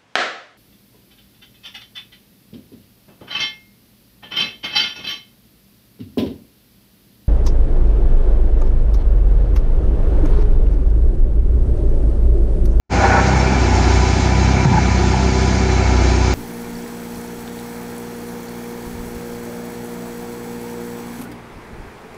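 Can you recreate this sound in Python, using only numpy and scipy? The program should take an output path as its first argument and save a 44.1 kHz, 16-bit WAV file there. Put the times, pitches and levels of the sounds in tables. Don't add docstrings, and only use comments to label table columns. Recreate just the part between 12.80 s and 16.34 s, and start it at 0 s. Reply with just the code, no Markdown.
import sys
import numpy as np
from scipy import signal
from scipy.fft import rfft, irfft, next_fast_len
from scipy.io import wavfile
from scipy.ndimage import uniform_filter1d, map_coordinates

SR = 44100
rng = np.random.default_rng(int(sys.argv[2]) if len(sys.argv) > 2 else 0)


def level_to_linear(level):
    exponent = np.asarray(level, float) / 20
    return 10 ** exponent


def bounce(signal):
    frames = np.transpose(np.atleast_2d(signal))
    limited = np.clip(frames, -1, 1)
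    pcm = np.round(limited * 32767).astype(np.int16)
    wavfile.write(sys.argv[1], SR, pcm)


N = 156114
T = np.arange(N) / SR


def unit(x):
    return x / np.sqrt(np.mean(x ** 2) + 1e-20)


def along(points, hz):
    f, v = np.transpose(points)
    return np.interp(np.log(hz + 1), np.log(f + 1), v)


def over_time(points):
    return np.interp(T, *np.transpose(points))


def wobble(knots_per_s):
    knots = rng.standard_normal(int(N * 40 / SR) + 4)
    return map_coordinates(knots, [T * min(knots_per_s, 40)])


def filtered(x, response):
    m = next_fast_len(N + SR // 2)
    return irfft(rfft(x, m) * response(np.fft.rfftfreq(m, 1 / SR)), m)[:N]


def ringing(x, peaks):
    def response(f):
        total = 0
        for k, (center, width, db) in enumerate(peaks):
            damping = 1j * f * width
            total = total + (-1) ** k * level_to_linear(db) * damping / (center * center - f * f + damping)
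        return total
    return filtered(x, response)


def patchy(patchy_db):
    z = signal.stft(rng.standard_normal(N + 512), nperseg=512)[2]
    field = uniform_filter1d(rng.standard_normal(z.shape), 4, 0)
    field = uniform_filter1d(field, 10, 1)
    return signal.istft(z * level_to_linear(patchy_db * unit(field)), nperseg=512)[1][:N]


# frequency in Hz, relative density in dB per Hz before the ripple.
HISS_SPECTRUM = [(1530, -26), (2600, -8), (3330, -2), (3620, -4.5), (3810, -1), (6640, -1.5), (7560, -9.5),
                 (8040, -15), (8700, -15.5), (9950, -34.5), (12900, -55), (21900, -120)]
# time in seconds, level change in dB.
HISS_CHANGE = [(.1, 0), (.5, -0.5), (1.3, 1.5), (1.6, -.6), (2.05, -2.6), (2.3, -0.3), (2.9, -.6),
               (3.54, 0.7)]


def engine_hiss():
    level_db, ripple_hz, ripple_db = -31, 493.7, 3

    def response(f):
        wide = np.cos(2 * np.pi * f / ripple_hz - 1.1)
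        narrow = np.cos(10 * np.pi * f / ripple_hz - 5.5)
        return level_to_linear(along(HISS_SPECTRUM, f) + ripple_db * (wide + narrow))

    noise = unit(filtered(patchy(patchy_db=0.78), response))
    return level_to_linear(level_db + over_time(HISS_CHANGE) + .7 * wobble(17)) * noise


# time in seconds, level in dB rms before wavering.
PUMP_LEVEL = [(.1, -32), (.6, -35.5), (1.2, -44), (1.9, -30.5), (2.3, -32.5), (2.5, -31), (2.9, -27.5),
              (3.2, -27.5), (3.54, -27.5)]


def pump(angle):
    order = 12
    level = level_to_linear(over_time(PUMP_LEVEL) + 2.1 * wobble(5.6))
    return np.sqrt(2) * level * np.sin(order * angle + 0.1 * wobble(10))


# frequency in Hz, relative density in dB per Hz.
BLOCK_SPECTRUM = [(20, -120), (28, -10.5), (40, -6.5), (50, 0), (80, 1.5), (115, -1.5), (160, -3),
                  (330, -4), (390, -1), (415, -9.5), (432, -15), (460, -10), (500, -9.5), (570, -14),
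                  (680, -8), (738, -5.5), (765, -5), (793, -5), (830, -7), (880, -4), (935, -18), (985, -3),
                  (1010, -10), (1040, -24), (1100, -17), (1160, -19.5), (1235, -11), (1285, -18.5),
                  (1370, -10), (1420, -18.5), (1480, -11), (1550, -19.5), (1700, -13.5), (1930, -19.5),
                  (2080, -18), (2210, -10.5), (2270, -19.5), (2340, -7.5), (2395, -19.5), (2430, -19.5),
                  (2700, -20.5), (3300, -39.5), (4000, -120)]


def block(angle, firing_db):
    level_db, fade_db_per_s = -17.5, -0.69
    beat_depth, swing_share = 0.087, 0.29
    swing_db = swing_share * (firing_db - firing_db.mean()) + .5 * wobble(3.75)
    beat = 1 + beat_depth * np.cos(2 * angle + 0.86)
    noise = unit(filtered(beat * patchy(patchy_db=0.5), lambda f: level_to_linear(along(BLOCK_SPECTRUM, f))))
    return level_to_linear(level_db + swing_db + fade_db_per_s * T) * noise


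# multiple of crank speed, level in dB rms when slow, at idle, when fast, wavering in dB.
ORDERS = [(1, -42, -42, -45, 3), (3, -21, -23.5, -26, 1.2), (4, -30, -26.5, -18.5, 1.5),
          (5, -32, -37, -37, 2), (6, -35, -24.5, -24, 1.2), (7, -41, -38, -38, 2), (8, -27, -34, -33, 1.5),
          (9, -37, -40, -37, 2), (10, -35, -43, -45, 2), (11, -34, -38, -35, 2), (16, -46, -46, -43, 2)]
SPEEDS_HZ = [30.9, 31.7, 32.4]


def exhaust(angle, crank_hz, firing_db):
    skew_rad_per_hz = 1.3
    skew = skew_rad_per_hz * (SPEEDS_HZ[1] - crank_hz)
    firing = level_to_linear(firing_db + 0.33 + 0.65 * wobble(7.2))
    out = -np.sqrt(2) * firing * np.cos(2 * angle)
    for k, *levels_db, waver_db in ORDERS:
        level = level_to_linear(np.interp(crank_hz, SPEEDS_HZ, levels_db) + waver_db * wobble(4.85))
        out -= np.sqrt(2) * level * np.cos(k * angle + skew)
    return out


# time in seconds, crank speed in turns per second, firing order level in dB before trim.
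ENGINE = [(.12, 31.1, -15), (.32, 31.58, -18.5), (.52, 32.42, -18.2), (.72, 31.91, -15.7),
          (.92, 30.7, -15.9), (1.08, 30.79, -13), (1.31, 31.46, -15.2), (1.51, 32.16, -16.9),
          (1.71, 32.43, -15.6), (1.93, 31.58, -19.5), (2.11, 31.79, -17), (2.31, 31.96, -16.3),
          (2.51, 31.93, -17.7), (2.75, 32.04, -19), (2.9, 31.34, -17.6), (3.1, 31, -14.4),
          (3.3, 30.9, -14.2), (3.5, 31.1, -16.5)]


def engine():
    s, speed_hz, level_db = np.transpose(ENGINE)
    crank_hz = uniform_filter1d(np.interp(T, s, speed_hz), size=4000)
    firing_db = uniform_filter1d(np.interp(T, s, level_db), size=2600)
    angle = 2 * np.pi * np.cumsum(crank_hz) / SR + 0.0087 * wobble(9)
    return exhaust(angle, crank_hz, firing_db) + pump(angle) + block(angle, firing_db) + engine_hiss()


# start in seconds, level in dB before the onset, frequency in Hz.
PINGS = [(.595, -22.5, 5450), (0.38, -23, 780), (.255, -27, 4120)]


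def pings():
    t60_s, onset_s = .1, 0.0019
    out = np.zeros(N)
    for s, db, hz in PINGS:
        t = np.maximum(T - s, 0)
        out += level_to_linear(db - 60 * t / t60_s) * (1 - np.exp(-t / onset_s)) * np.sin(2 * np.pi * hz * t)
    return out


# start in seconds, level in dB rms before fading, fading time constant in seconds.
CLANKS = [(1.835, -20, .045), (1.92, -20, .035), (1.965, -11.5, .008), (2.33, -23, .06), (1.08, -24, .03)]
# frequency in Hz, width in Hz, gain in dB.
CLANK_MODES = [(740, 50, -15), (880, 40, 0), (990, 40, -10), (1360, 50, -16), (1700, 200, -20)]


def clanks():
    rise_s, hold_s = 0.013, .011
    shape = np.zeros(N)
    for s, db, fade_s in CLANKS:
        fade = np.exp(-np.maximum(T - s - hold_s, 0) / fade_s)
        shape += level_to_linear(db) * fade * np.clip((T - s) / rise_s, 0, 1)
    return shape * unit(ringing(rng.standard_normal(N), CLANK_MODES))


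# start in seconds, starting level in dB peak, starting frequency in Hz.
THUDS = [(1.855, -.5, 180), (1.916, -8, 235), (2.07, -13, 140)]


def thuds():
    t60_s, sag_share, sag_s = .36, .33, .011
    out = np.zeros(N)
    for s, db, hz in THUDS:
        t = np.maximum(T - s, 0)
        turns = hz * ((1 - sag_share) * t + sag_share * sag_s * (1 - np.exp(-t / sag_s)))
        out -= level_to_linear(db - 60 * t / t60_s) * np.sin(2 * np.pi * turns)
    return out


# time in seconds, level in dB before trim.
DRAG = [(.1, -30), (.16, -26), (.21, -21), (.25, -15), (.285, -17.5), (.31, -12.5), (.35, -16.5),
        (.385, -15.5), (.42, -16), (.455, -21), (.55, -24), (.58, -21), (.62, -27), (.75, -31), (1, -40),
        (1.2, -55)]
# frequency in Hz, width in Hz, gain in dB.
POLE_MODES = [(486, 33, -6), (626, 38, -5.5), (789, 42, -1), (946, 25, -5), (1086, 42, -10.5),
              (1326, 24.6, -8), (1454, 29, -4.5), (1595, 47, -12.5), (1720, 83, -13.5), (2344, 390, -21.5)]


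def scrape():
    s, db = np.transpose(DRAG)
    trim_db = .5
    slips = rng.standard_normal(N) * level_to_linear(1.5 * wobble(35))
    return level_to_linear(np.interp(T, s, db, right=-99) + trim_db) * unit(ringing(slips, POLE_MODES))


def scene():
    return (engine() + pings() + clanks() + thuds() + scrape())[None]


def gain_control(x):
    knee_db, squeeze = -14.5, .9
    attack_s, release_s = .008, .1
    sense_low_hz, sense_high_hz = 90, 600
    sensed = filtered(x, lambda f: f ** 2 / (f ** 2 + sense_low_hz ** 2) / np.hypot(1, f / sense_high_hz))
    rate = 1 / (attack_s * SR)
    power = signal.lfilter([rate], [1, rate - 1], sensed ** 2)
    over_db = np.maximum(10 * np.log10(power + 1e-12) - knee_db, 0)
    fall_db = T * 10 / release_s
    held_db = np.maximum.accumulate(over_db + fall_db) - fall_db
    return x * level_to_linear(-squeeze * uniform_filter1d(held_db, size=200))


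def cut_and_gap(x):
    low_cut_hz, gap_hz, gap_width_hz, gap_db = 15.3, 8050, 160, -54

    def response(f):
        gap = level_to_linear(gap_db * np.exp(-((f - gap_hz) / gap_width_hz) ** 2))
        return gap * f ** 2 / (f ** 2 + low_cut_hz ** 2)

    return filtered(x, response)


def roll_off(x):
    return signal.sosfilt(signal.butter(12, 10100, fs=SR, output="sos"), x)


def record(dry):
    ceiling, start_s, fade_s = 1, 0.093, 0.044
    x = cut_and_gap(gain_control(dry[0]))
    x = x / (1 + np.abs(x / ceiling) ** 4) ** (1 / 4)
    x = x * np.clip((T - start_s) / fade_s, .002, 1) ** 1.28
    return roll_off(x[None])


dry = scene()
out = record(dry)
bounce(out)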